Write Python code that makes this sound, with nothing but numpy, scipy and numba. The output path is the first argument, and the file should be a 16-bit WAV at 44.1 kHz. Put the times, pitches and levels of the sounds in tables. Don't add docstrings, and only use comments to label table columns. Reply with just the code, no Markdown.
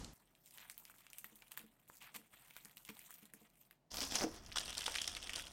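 import sys
import numpy as np
from scipy import signal
from scipy.fft import rfft, irfft, next_fast_len
from scipy.io import wavfile
from scipy.ndimage import uniform_filter1d, map_coordinates
from numba import njit

SR = 44100
rng = np.random.default_rng(int(sys.argv[2]) if len(sys.argv) > 2 else 0)


def master_out(mix):
    frames = np.transpose(np.atleast_2d(mix))
    ceiling = np.clip(frames, -1, 1)
    pcm = np.round(ceiling * 32767).astype(np.int16)
    wavfile.write(sys.argv[1], SR, pcm)


N = 243673
TOP_HZ = 16100


# (frequency [Hz], level [dB])
RASP_SPECTRUM = [(150, -12), (500, -11), (900, 0), (1500, -3), (2300, -0.5), (3300, -2.5), (5500, -16),
                 (10000, -41.5)]
# (frequency [Hz], level [dB])
FIZZ_SPECTRUM = [(2000, -37), (4000, -9), (6000, 0), (8300, 6), (11000, -0.5), (14000, 9.5), (16000, -4)]
def peeling_front(rasp_db, fizz_db):
    strands = grains(rate=3100, spread_db=6.5)
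    rasp = amp(-2) * coloured(grains(rate=4000, spread_db=7.5), RASP_SPECTRUM)
    rasp += amp(-9.5) * taut_strip(strands, q=4.3)
    fizz = coloured(strands + grains(rate=660, spread_db=9.5), FIZZ_SPECTRUM)
    stick_slip = amp(2.92 * wobble(rate=70))
    rasp = amp(rasp_db - 1) * flexing(rasp, depth_db=4)
    fizz = amp(fizz_db + 0.5) * flexing(fizz, depth_db=3.5)
    return stick_slip * (rasp + fizz)


# (start [s], length [s], rasp level [dB], fizz level [dB])
HAND_PULLS = [(.12, 0.018, -70, -66.5), (0.433, 0.13, -73, -67), (0.543, .1, -64, -67),
              (0.671, 0.337, -75.5, -70.5), (1.097, 0.45, -77.5, -75), (1.576, 0.066, -68.5, -77),
              (1.873, 0.11, -78, -66.5), (2.001, 0.059, -59.5, -69), (2.152, 0.097, -74, -73.5),
              (2.299, 0.4, -69, -70.5), (2.759, .06, -73, -67), (2.851, 0.28, -67.5, -66),
              (3.146, 0.081, -74.5, -71.5), (3.382, 0.056, -71.5, -73.5), (3.553, 0.066, -80.5, -70.5)]
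def front_level(column, run_on_db):
    pulls = [(row[0], row[1], row[column]) for row in HAND_PULLS]
    creep = (0.13, 3.58, -82.5)
    pulled = strokes(pulls + [creep], attack_s=0.019, release_t60=0.26)
    runs = [(row[0], 0.012, row[column] + run_on_db) for row in GLUE_TICKS]
    run_on = strokes(runs, attack_s=0.0026, release_t60=0.133)
    return decibels(np.hypot(pulled, run_on))


# (time [s], pitch [Hz], snap level [dB], crack level [dB])
GLUE_TICKS = [(0.3514, 3420, -65, -75), (0.5827, 2570, -51, -65), (0.6987, 2270, -49.5, -47),
              (0.7791, 2950, -58.5, -46.5), (0.8528, 3020, -54.5, -55), (0.8988, 1530, -57, -54.5),
              (0.9409, 1400, -64.5, -77), (1.0667, 2300, -56, -61.5), (1.1017, 5670, -60, -57),
              (1.1322, 2820, -53, -52), (1.1843, 3050, -55.5, -44), (1.2441, 1980, -48, -46),
              (1.3564, 3300, -68, -57), (1.4215, 2420, -55, -67), (1.5187, 2740, -52.5, -46.5),
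              (1.575, 2080, -46, -40.5), (1.8993, 890, -52.5, -71), (1.97, 5720, -62.5, -59),
              (2.1623, 2130, -53.5, -45.5), (2.34, 1126, -61.5, -69), (2.508, 2170, -55, -58),
              (2.5658, 1910, -50.5, -48.5), (2.6496, 5430, -59, -51.5), (2.6556, 1870, -58, -53),
              (2.7707, 2440, -53, -52), (2.8505, 3020, -56.5, -54), (2.8909, 2570, -48.5, -69),
              (2.9921, 2140, -59, -49.5), (3.1069, 1630, -56, -48.5), (3.1409, 4700, -67, -50),
              (3.2549, 3780, -62, -57.5), (3.3371, 1625, -56, -50.5), (3.7105, 2060, -58.5, -58),
              (3.943, 4620, -44, -49), (3.959, 2700, -58, -48), (3.9703, 4640, -39, -47),
              (3.9832, 4050, -41.5, -48), (3.991, 3930, -50, -51), (4.0054, 4660, -36.5, -53)]
def glue_ticks(front_db):
    small = strays(front_db, count=230, pitch_hz=2430, pitch_spread=0.49,
                   over_db=0, spread_db=4, crack_db=0.5)
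    return snaps(np.vstack([GLUE_TICKS, small]), q=3.25, rise_s=0.00018, crack_hz=11650,
                 crack_rise_s=0.000088, flutter_db=-9, flutter_t60=0.028)


# (start [s], length [s], relative level [dB])
GLUE_RIPS = [(.700, .012, -56.5), (1.510, 0.016, -55), (1.568, 0.0078, -52.5), (1.575, 0.0058, -57),
             (2.143, 0.0264, -45), (2.888, 0.019, -48)]
def glue_rips():
    strands = grains(rate=9300, spread_db=7)
    tearing = coloured(strands, RASP_SPECTRUM) + coloured(strands, FIZZ_SPECTRUM)
    return amp(-9.5) * bursts(GLUE_RIPS, release_t60=0.0085) * tearing


# (time [s], pitch [Hz])
STRIP_PITCH = [(.47, 5730), (.58, 2900), (.66, 2070), (1.12, 3030), (2.04, 2270), (2.4, 1720), (2.85, 2570),
               (3.2, 1460), (3.92, 4500), (4.16, 5330)]
def taut_strip(x, q):
    pitch_hz, = curves(STRIP_PITCH)
    tuning = 2 * np.sin(np.pi * pitch_hz / SR)
    return unit(glide(x, tuning, 1 / q) / np.sqrt(tuning))


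# (frequency [Hz], level [dB])
TAUT_SPECTRUM = [(500, -12), (1500, -5), (2300, -0.5), (3400, 5), (4000, -3.5), (5100, 9.5), (6200, 6),
                 (7200, -9.5), (9000, -7.5), (12000, -10), (16000, -47)]
# (frequency [Hz], level [dB])
SLACK_SPECTRUM = [(500, -14.5), (1200, -3.5), (2200, -5.5), (3300, 6.5), (4200, -11.5), (5600, 0.5),
                  (7000, -14), (8600, -3.5), (11000, -15.5), (16000, -52)]
# (start [s], length [s], level [dB])
COLLAPSES = [(4.013, 0.0047, -46), (4.151, 0.0088, -40.5), (4.582, 0.0025, -36), (4.859, 0.0079, -38.5),
             (5.076, 0.0025, -37)]
def crumpling(rub_db, crinkle_db):
    slack, = curves([(4.3, 0.014), (4.56, 0.79)])

    def film(x):
        return (1 - slack) * coloured(x, TAUT_SPECTRUM) + slack * coloured(x, SLACK_SPECTRUM)

    gripped = np.arange(N) / SR > LAST_TEAR[0][0]
    buckles = grains(rate=4000, spread_db=8) * amp(3 * wobble(rate=170))
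    scrape = (1 - slack) * amp(-1) * taut_strip(rng.standard_normal(N), q=6.5)
    crinkle = amp(crinkle_db) * flexing(film(buckles) + scrape, depth_db=3.5)
    rub = rubbing(buckles, rub_db)
    collapses = bursts(COLLAPSES, release_t60=0.014) * film(rng.standard_normal(N))
    return gripped * (crinkle + rub) + collapses


# (time [s], rub level [dB], crinkle level [dB])
LAST_TEAR = [(3.904, -88, -70), (3.918, -60, -51.5), (3.96, -55.5, -53), (4.022, -47, -41),
             (4.095, -58, -52.5), (4.16, -47, -41), (4.2, -47.5, -46.5), (4.24, -43, -46),
             (4.258, -56.5, -63.5), (4.355, -58.5, -56.5), (4.41, -66, -68), (4.48, -66.5, -62)]
# (start [s], length [s], level [dB])
FINGER_SQUEEZES = [(4.555, 0.044, -43), (4.675, 0.022, -47), (4.765, 0.044, -46.5), (4.855, 0.035, -44),
                   (4.942, 0.028, -46), (5.075, 0.019, -57), (5.205, 0.0097, -59.5), (5.35, 0.027, -48)]
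def crumple_levels():
    tear_rub_db, tear_crinkle_db = curves(LAST_TEAR)
    steady_grip = (4.56, 0.898, -54.5)
    pressure = strokes(FINGER_SQUEEZES + [steady_grip], attack_s=0.006, release_t60=0.24)
    neighbours = [(s, 0.01, db - 16.5) for s, _, db in LARGE_CREASES]
    spread = strokes(neighbours, attack_s=0.00081, release_t60=0.12)
    rub = np.hypot(amp(tear_rub_db), amp(-12) * pressure)
    crinkle = np.hypot(amp(tear_crinkle_db), np.hypot(pressure, spread))
    return decibels(rub), decibels(crinkle)


# (time [s], pitch [Hz], relative level [dB])
LARGE_CREASES = [(0.0454, 4440, -45), (4.1221, 5950, -40.5), (4.155, 5650, -28.5), (4.2102, 2280, -40.5),
                 (4.4625, 5100, -51), (4.5173, 2460, -47.5), (4.5234, 3970, -44.5), (4.5595, 5200, -39),
                 (4.5842, 3400, -34.5), (4.6056, 4360, -42), (4.6579, 4400, -44), (4.7282, 3770, -42.5),
                 (4.7508, 3530, -42.5), (4.7798, 5700, -33.5), (4.8085, 3170, -39), (4.818, 3230, -40.5),
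                 (4.841, 3800, -44), (4.8632, 3480, -33.5), (4.8797, 1300, -34), (4.9207, 5840, -42.5),
                 (4.9424, 2800, -40.5), (4.9532, 2980, -35.5), (4.9584, 2170, -33), (4.9842, 3100, -35),
                 (5.017, 5720, -34.5), (5.0427, 3000, -39.5), (5.0774, 5000, -34.5), (5.15, 4100, -41),
                 (5.1671, 2700, -39.5), (5.1711, 2600, -44), (5.2271, 3100, -43), (5.272, 2870, -44),
                 (5.2945, 2360, -37.5), (5.334, 2960, -39), (5.3592, 4970, -35.5), (5.396, 2740, -42),
                 (5.4685, 3080, -46.5)]
def creases(crinkle_db, lag_s=0.002, second_db=-4.5, crack_db=-9.5):
    small = strays(crinkle_db, count=520, pitch_hz=4300, pitch_spread=0.55,
                   over_db=-5.5, spread_db=-0.5, crack_db=6)
    s, pitch_hz, db = np.transpose(LARGE_CREASES)
    lag, detune = rng.lognormal(0, 0.25, (len(s), 2)).T
    first = np.transpose([s, pitch_hz, db, db + crack_db])
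    second = np.transpose([s + lag_s * lag, pitch_hz * detune, db + second_db, db + second_db + crack_db])
    buckling = snaps(np.vstack([first, second, small]), q=2.3, rise_s=0.00031, crack_hz=7740,
                     crack_rise_s=0.00047, flutter_db=-28, flutter_t60=0.038)
    fingers = signal.butter(2, 10500, fs=SR, output="sos")
    return amp(-2.5) * signal.sosfilt(fingers, buckling)


# (frequency [Hz], level [dB])
RUB_SPECTRUM = [(100, -14.5), (250, 3.5), (400, -4), (650, 5), (1200, 0), (2000, -2.5), (4000, -18.5)]
def rubbing(buckles, rub_db):
    return amp(rub_db - 1) * coloured(buckles + grains(rate=1700, spread_db=5), RUB_SPECTRUM)


def stutter(start_s=4.2102, count=7, slips_per_s=195, pitch_hz=520):
    tone, size = rng.standard_normal((count, 2)).T
    times = start_s + np.arange(count) / slips_per_s
    snap_db, crack_db = -42 + 1.7 * size, -49 + 1.8 * size
    rows = np.transpose([times, pitch_hz * np.exp(0.15 * tone), snap_db, crack_db])
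    return snaps(rows, q=1, rise_s=0.00037, crack_hz=3500,
                 crack_rise_s=0.00025, flutter_db=-18, flutter_t60=0.04)


# (time [s], level [dB], pitch [Hz])
WALLET_TUGS = [(1.244, -65.5, 215), (1.321, -62.5, 216), (1.598, -62, 218), (1.638, -59, 213.7),
               (2.155, -59, 209), (2.186, -59.5, 212), (2.65, -62.5, 202), (2.893, -50.5, 206),
               (3.227, -60.5, 204), (3.338, -58.5, 203), (3.414, -62, 212), (4.017, -43, 270),
               (4.222, -30.5, 407), (4.2411, -27, 325), (4.266, -38.5, 320)]
# (multiple of the pitch, relative level [dB], t60 at a 200 Hz pitch [s])
WALLET_MODES = [(1.002, 2, 0.12), (1.4, -4, 0.16), (2.13, -3.5, 0.094)]
def wallet():
    out, t = np.zeros(N), np.arange(SR // 5) / SR
    attack = 1 - np.exp(-t / 0.0013)
    for s, db, pitch_hz in WALLET_TUGS:
        damping = (pitch_hz / 200) ** 2.3
        ring = np.zeros(len(t))
        for ratio, mode_db, t60 in WALLET_MODES:
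            decay = amp(mode_db + rng.normal() - 60 * t * damping / t60)
            ring += decay * np.sin(2 * np.pi * pitch_hz * ratio * t)
        add(out, s, amp(db) * ring * attack)
    return out


# (time [s], level [dB])
WALLET_SLIDE = [(0, -48.5), (.135, -60), (.145, -100)]
# (frequency [Hz], level [dB])
LEATHER_SPECTRUM = [(20, -11), (50, 3.5), (130, -7), (215, 1), (330, -12.5), (750, -16), (2200, -25.5),
                    (6700, -24), (12000, -37), (15000, -64)]
# (frequency [Hz], level [dB])
FIST_SPECTRUM = [(20, -7), (48, -5), (70, -6.5), (110, -12.5), (200, -16.5), (400, -19.5), (1000, -69)]
def hands():
    slide_db, = curves(WALLET_SLIDE)
    fist_db, = curves([(3.9, -110), (3.92, -56.5), (4.25, -61), (4.45, -60),
                       (4.9, -62), (5.15, -62), (5.5, -62.5)])
    slide = amp(slide_db) * noise(LEATHER_SPECTRUM)
    rumble = amp(fist_db + 0.98 * wobble(rate=12)) * noise(FIST_SPECTRUM)
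    return slide + rumble


# (frequency [Hz], t60 [s])
ROOM_DECAY = [(370, 0.36), (1200, 0.2), (4000, 0.26), (12000, 0.16)]
def room(x, delay_s=0.004):
    hz, t, spectra = signal.stft(rng.standard_normal(SR // 2), SR, nperseg=256)
    decay = amp(-60 * t / along(ROOM_DECAY, hz)[:, None])
    tail = signal.istft(spectra * decay, SR, nperseg=256)[1]
    tail = np.concatenate([np.zeros(int(delay_s * SR)), tail])
    return signal.fftconvolve(x, tail / np.linalg.norm(tail))[:N]


# (frequency [Hz], level [dB])
ROOM_TONE_SPECTRUM = [(26, -31), (41, 11), (65, -23.5), (135, 4), (480, -10.5), (650, -6), (1200, -18.5),
                      (15000, -37)]
def room_tone():
    return amp(-77) * noise(ROOM_TONE_SPECTRUM)


def snaps(rows, q, rise_s, crack_hz, crack_rise_s, flutter_db, flutter_t60):
    out, t = np.zeros(N), np.arange(1024) / SR

    def at_level(x, db):
        return amp(db) * x * np.sqrt(0.003 * SR / np.sum(x ** 2))

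    def swell(peak_s):
        return t / peak_s * np.exp(1 - t / peak_s)

    for s, pitch_hz, snap_db, crack_db in rows:
        patch_noise, crack_noise = rng.standard_normal((2, len(t)))
        flutter = amp(flutter_db - 60 * t / flutter_t60)
        flip = swell(rise_s) * np.sin(2 * np.pi * pitch_hz * t)
        shiver = resonance(3 * patch_noise * (swell(rise_s) + flutter), pitch_hz, q, skirt_q=0.32)
        edge_hz = min(crack_hz * rng.lognormal(0, 0.31), TOP_HZ)
        crack = resonance(crack_noise * (swell(crack_rise_s) + flutter / 2), edge_hz, q=1.3, skirt_q=0.68)
        add(out, s, at_level(flip + shiver, snap_db) + at_level(crack, crack_db))
    return out


def strays(level_db, count, pitch_hz, pitch_spread, over_db, spread_db, crack_db):
    when = rng.integers(0, N, count)
    tone, size, edge = np.clip(rng.standard_normal((3, count)), -2, 1.6)
    hz = pitch_hz * np.exp(pitch_spread * tone)
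    db = level_db[when] + over_db + spread_db * size
    rows = np.transpose([when / SR, hz, db, db + crack_db + spread_db * edge])
    return rows[level_db[when] > level_db.min() + 2]


def flexing(x, depth_db):
    spectra = signal.stft(x, nperseg=256)[2]
    patches = uniform_filter1d(rng.standard_normal(spectra.shape), size=8, axis=0)
    patches = unit(uniform_filter1d(patches, size=9, axis=1))
    return unit(signal.istft(spectra * amp(depth_db * patches), nperseg=256)[1][:N])


def grains(rate, spread_db):
    size_db = spread_db * np.minimum(rng.standard_normal(N), 2)
    return (rng.random(N) < rate / SR) * rng.choice([-1, 1], N) * amp(size_db)


def bursts(rows, release_t60):
    out, t = np.zeros(N), np.arange(SR // 10) / SR
    for s, length, db in rows:
        add(out, s, amp(db - 60 * np.maximum(t - length, 0) / release_t60))
    return out


def strokes(rows, attack_s, release_t60):
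    power = np.zeros(N)
    for s, length, db in rows:
        t = np.arange(int((length + release_t60) * SR)) / SR
        rise = np.minimum(t / attack_s, 1)
        hold_and_relax = amp(db - 60 * np.maximum(t - length, 0) / release_t60)
        add(power, s, (rise * hold_and_relax) ** 2)
    return np.sqrt(power)


@njit
def glide(x, tuning, damping):
    out, speed, position = np.zeros(len(x)), 0.0, 0.0
    for i in range(len(x)):
        position += tuning[i] * speed
        speed += tuning[i] * (x[i] - position - damping * speed)
        out[i] = speed
    return out


def resonance(x, centre_hz, q, skirt_q):
    def peak(hz, sharpness):
        return 1j * hz * centre_hz / (sharpness * (centre_hz ** 2 - hz ** 2) + 1j * hz * centre_hz)

    return filtered(x, lambda hz: peak(hz, q) * peak(hz, skirt_q))


def coloured(x, spectrum, size=2048):
    gain = amp(along(spectrum, np.fft.rfftfreq(size, 1 / SR)))
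    cepstrum = irfft(np.log(gain))
    response = irfft(np.exp(rfft(2 * cepstrum[:size // 2], size)))
    return unit(signal.fftconvolve(x, response)[:len(x)])


def noise(spectrum):
    return unit(filtered(rng.standard_normal(N), lambda hz: amp(along(spectrum, hz))))


def filtered(x, response):
    size = next_fast_len(len(x) + min(len(x), SR // 2), real=True)
    return irfft(rfft(x, size) * response(np.fft.rfftfreq(size, 1 / SR)), size)[:len(x)]


def wobble(rate):
    knots = rng.standard_normal(int(N * rate / SR) + 4)
    return map_coordinates(knots, [np.arange(N) * rate / SR])


def curves(rows):
    times, *columns = np.transpose(rows)
    return [np.interp(np.arange(N) / SR, times, column) for column in columns]


def along(points, hz):
    point_hz, values = np.transpose(points)
    return np.interp(np.log(hz + 1), np.log(point_hz + 1), values)


def add(track, s, sound):
    part = track[max(0, round(s * SR)):][:len(sound)]
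    part += sound[:len(part)]


def amp(db):
    return 10 ** (np.asarray(db) / 20)


def decibels(gain):
    return 20 * np.log10(gain + 1e-9)


def unit(x):
    return x / np.sqrt(np.mean(x ** 2) + 1e-20)


def scene():
    rasp_db, fizz_db = front_level(column=2, run_on_db=-18), front_level(column=3, run_on_db=-15.5)
    rub_db, crinkle_db = crumple_levels()
    peel = peeling_front(rasp_db, fizz_db) + glue_rips() + glue_ticks((rasp_db + fizz_db) / 2)
    crumple = crumpling(rub_db, crinkle_db) + creases(crinkle_db)
    near = peel + crumple + stutter() + wallet()
    return (near + amp(-12.5) * room(near) + hands() + room_tone())[None]


def record(dry):
    return np.array([filtered(channel, lambda hz: hz < TOP_HZ) for channel in dry])


dry = scene()
out = record(dry)
master_out(out)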